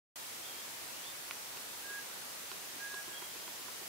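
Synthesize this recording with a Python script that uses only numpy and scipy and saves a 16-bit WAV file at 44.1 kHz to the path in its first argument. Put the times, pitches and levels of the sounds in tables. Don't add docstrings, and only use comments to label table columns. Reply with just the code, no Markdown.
import sys
import numpy as np
from scipy import signal
from scipy.io import wavfile
from scipy.ndimage import uniform_filter1d

SR = 44100
rng = np.random.default_rng(int(sys.argv[2]) if len(sys.argv) > 2 else 0)


def file_out(sig):
    cols = np.atleast_2d(sig).T
    lim = np.clip(cols, -1, 1)
    pcm = np.round(lim * 32767).astype(np.int16)
    wavfile.write(sys.argv[1], SR, pcm)


def convert_level_to_amplitude(level_db):
    exponent = np.asarray(level_db, float) / 20
    return 10 ** exponent


N = 171108


def read(points, hz):
    f, value = np.transpose(points)
    return np.interp(np.log(hz + 1), np.log(f + 1), value)


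def evened(x):
    return x / np.sqrt(np.mean(x ** 2) + 1e-20)


def unsteady(size):
    once = uniform_filter1d(rng.standard_normal(N), size=size)
    return evened(uniform_filter1d(once, size=size))


def add(mix, s, sound, pan_db):
    part = mix[:, round(s * SR):][:, :len(sound)]
    part += sound[:part.shape[1]] * convert_level_to_amplitude(np.array([[.5], [-.5]]) * pan_db)


def ringing(t, hz, t60_s, db=0):
    return convert_level_to_amplitude(db - 60 * t / t60_s) * np.sin(2 * np.pi * hz * t)


def hiss():
    # frequency in Hz, hiss density in dB per Hz
    hiss_colour = [(15, -47), (25, -32), (54, -12.5), (101, -9), (430, -2.5), (506, -3), (820, -2),
                   (6480, -4.5), (15300, -8)]
    # frequency in Hz, left-right balance in dB
    hiss_balance = [(60, -0.5), (380, -1.5), (2380, -0.5), (15000, 0.0)]
    level_db, patch_db, flicker_db = -47.5, 0.48, -0.06
    same = 0.017
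    frames, hz = N // 256 + 5, np.fft.rfftfreq(1024, 1 / SR)
    a, b, c, d, patches = rng.standard_normal((frames, 513, 5)).T
    patches = uniform_filter1d(patches, size=12, axis=0)
    patches = evened(uniform_filter1d(patches, size=14, axis=1))
    flicker = evened(uniform_filter1d(rng.standard_normal(frames), size=6))
    left = a + 1j * b
    right = same * left + np.sqrt(1 - same ** 2) * (c + 1j * d)
    pan_db = np.array([.5, -.5])[:, None] * read(hiss_balance, hz)
    colour_db = (read(hiss_colour, hz) + pan_db)[:, :, None]
    z = np.array([left, right]) * convert_level_to_amplitude(colour_db + patch_db * patches + flicker_db * flicker)
    noise = signal.istft(z, nperseg=1024, noverlap=768)[1][:, :N]
    return np.sqrt(2) * convert_level_to_amplitude(level_db) * evened(noise)


def trees(x):
    echo_db, t60_s, start_s = -16, .6, .015
    t = np.arange(SR // 2) / SR
    taps = rng.standard_normal((2, len(t)))
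    taps *= rng.random((2, len(t))) < .05
    taps *= convert_level_to_amplitude(-60 * t / t60_s) * (t > start_s)
    taps *= convert_level_to_amplitude(echo_db) / np.linalg.norm(taps, axis=1, keepdims=True)
    return signal.fftconvolve(x[None], taps, axes=1)[:, :N]


def whistle(curve, flutter_db, wobble_hz, octave_db):
    s, hz, db = np.transpose(curve)
    t = np.arange(N) / SR
    pitch = np.interp(t, s, hz) + wobble_hz * unsteady(size=400)
    turns = 2 * np.pi * np.cumsum(pitch) / SR
    ends = np.clip(np.minimum(t - s[0], s[-1] - t) / 0.0021, 0, 1)
    level = np.sqrt(2) * ends * convert_level_to_amplitude(np.interp(t, s, db) + flutter_db * unsteady(size=300))
    return level * (np.sin(turns) + convert_level_to_amplitude(octave_db) * np.sin(2 * turns))


def far_birds():
    # time in seconds, pitch in Hz, level in dB
    early_warble = [(.425, 3200, -63), (.45, 3245, -58), (.472, 3250, -62), (.488, 3270, -53),
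                    (.512, 3260, -57), (.54, 3160, -62), (.57, 3270, -61), (.605, 3240, -57),
                    (.62, 3220, -68)]
    chip = [(.445, 3500, -64), (.462, 3540, -54), (.474, 3570, -61), (.488, 3620, -58), (.5, 3620, -68)]
    slur = [(.89, 2580, -67), (.94, 2680, -61), (.97, 2820, -64), (.995, 2960, -59), (1.028, 3100, -66),
            (1.045, 3320, -56), (1.082, 3590, -52), (1.118, 3610, -57), (1.14, 3400, -68)]
    late_warble = [(3.128, 3235, -63), (3.152, 3250, -51.5), (3.195, 3255, -56), (3.217, 3195, -62),
                   (3.238, 3255, -53), (3.275, 3235, -65), (3.31, 3160, -58), (3.35, 3130, -68),
                   (3.5, 3200, -66)]
    calls = (early_warble, chip, slur, late_warble)
    return sum(whistle(c, flutter_db=2.0, wobble_hz=15, octave_db=-60) for c in calls)


def finger_taps():
    # start in seconds, low mode level in dB, low mode pitch in Hz,
    # upper mode level over the low one in dB, left-right balance in dB
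    finger_hits = [(0.394, -54, 336, -8, 7), (0.734, -54, 272, -2, -4.5), (1.545, -61, 390, 16, 2),
                   (1.569, -51, 420, -1, 2), (1.732, -53, 380, 5, -3.0), (1.901, -48.5, 398, -1, 1.5),
                   (2.513, -50, 377, 1, -8), (2.759, -53, 277, -6, -10), (2.939, -46, 380, 3.5, -1.0),
                   (3.077, -47, 363, -5, -1.5), (3.22, -48, 374, 7, -7), (3.359, -53, 373, -6, -14),
                   (3.476, -50.5, 360, 7.5, -5.5), (3.594, -52.5, 367, -12, -12), (3.68, -51.5, 392, 9, -8),
                   (3.814, -46.5, 372, -13, -5)]
    trim_db, rise_s = 3, .005
    out, t = np.zeros((2, N)), np.arange(4000) / SR
    detunes = rng.uniform(0.89, 1.04, len(finger_hits))
    for (s, db, hz, upper_db, pan_db), detune in zip(finger_hits, detunes):
        low = ringing(t, hz, t60_s=0.057)
        upper = ringing(t, 1028 * detune, t60_s=0.041, db=upper_db)
        rise = np.minimum(t / rise_s, 1)
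        add(out, s, convert_level_to_amplitude(db + trim_db) * rise * (low + upper), pan_db)
    return out


def finger_ticks():
    # start in seconds, peak in dB, ring pitch in Hz, ring hold in seconds,
    # left-right balance in dB
    nail_hits = [
        (1.3100, -31.5, 2350, .0015, -4.5),
        (1.572, -40.5, 3040, 0.00041, -7),
        (2.5160, -35, 3270, 0.00015, -9),
        (2.943, -40.5, 4500, .0003, -3),
        (3.222, -40, 2500, .0003, -4),
        (3.477, -41, 2500, .0003, -6),
        (3.683, -41, 2000, .0003, -4),
        (1.9, -48, 3700, .0005, 0),
    ]
    fade_db_per_s, glide = -14000, 0.21
    out, t = np.zeros((2, N)), np.arange(4000) / SR
    thin = signal.butter(2, 1080, "high", fs=SR)
    for s, db, hz, hold_s, pan_db in nail_hits:
        bend = 1 - glide + glide * np.minimum(t / 0.0018, 2)
        ring = np.sin(2 * np.pi * hz * t * bend)
        ring *= convert_level_to_amplitude(fade_db_per_s * np.maximum(t - hold_s, 0))
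        snap = convert_level_to_amplitude(3) * np.sin(2 * np.pi * 3840 * t) * np.exp(-t / .00025)
        thud = ringing(t, 1095, t60_s=0.02, db=-5.5)
        knock = ringing(t, 1430, t60_s=.016, db=-5)
        add(out, s, convert_level_to_amplitude(db) * signal.lfilter(*thin, ring + snap + thud + knock), pan_db)
    return out


def owl():
    # time in seconds, pitch in Hz, level in dB
    whistles = [
        [(1.815, 1600, -66), (1.85, 1618, -54), (1.9, 1640, -49), (1.95, 1643, -45.5), (1.99, 1640, -46.5),
         (2.012, 1640, -55), (2.03, 1640, -67)],
        [(2.782, 1590, -66), (2.803, 1620, -52), (2.83, 1643, -47), (2.867, 1645, -45), (2.887, 1652, -52),
         (2.925, 1648, -48), (2.995, 1650, -46), (3.015, 1645, -53), (3.035, 1640, -65)],
        [(3.045, 1640, -68), (3.1, 1650, -59), (3.14, 1646, -56), (3.17, 1640, -60), (3.19, 1645, -68),
         (3.4, 1645, -72)],
    ]
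    return sum(whistle(c, flutter_db=.8, wobble_hz=4, octave_db=-32) for c in whistles)


def birds():
    near, far = owl(), far_birds()
    out = trees(near + far)
    add(out, 0, near, pan_db=-5)
    add(out, 0, far, pan_db=-3.5)
    return out


def scene():
    return hiss() + finger_taps() + finger_ticks() + birds()


def low_pass(x):
    return signal.sosfilt(signal.butter(12, 16850, fs=SR, output="sos"), x)


def record(dry):
    open_s, edge_hz = .1575, 15735
    opened = dry * np.clip((np.arange(N) / SR - open_s) / .0005, 0, 1)
    edge = signal.firwin(1023, edge_hz, window=("kaiser", 10), fs=SR)
    mix = signal.oaconvolve(opened, edge[None], "same")
    return low_pass(mix)


dry = scene()
out = record(dry)
file_out(out)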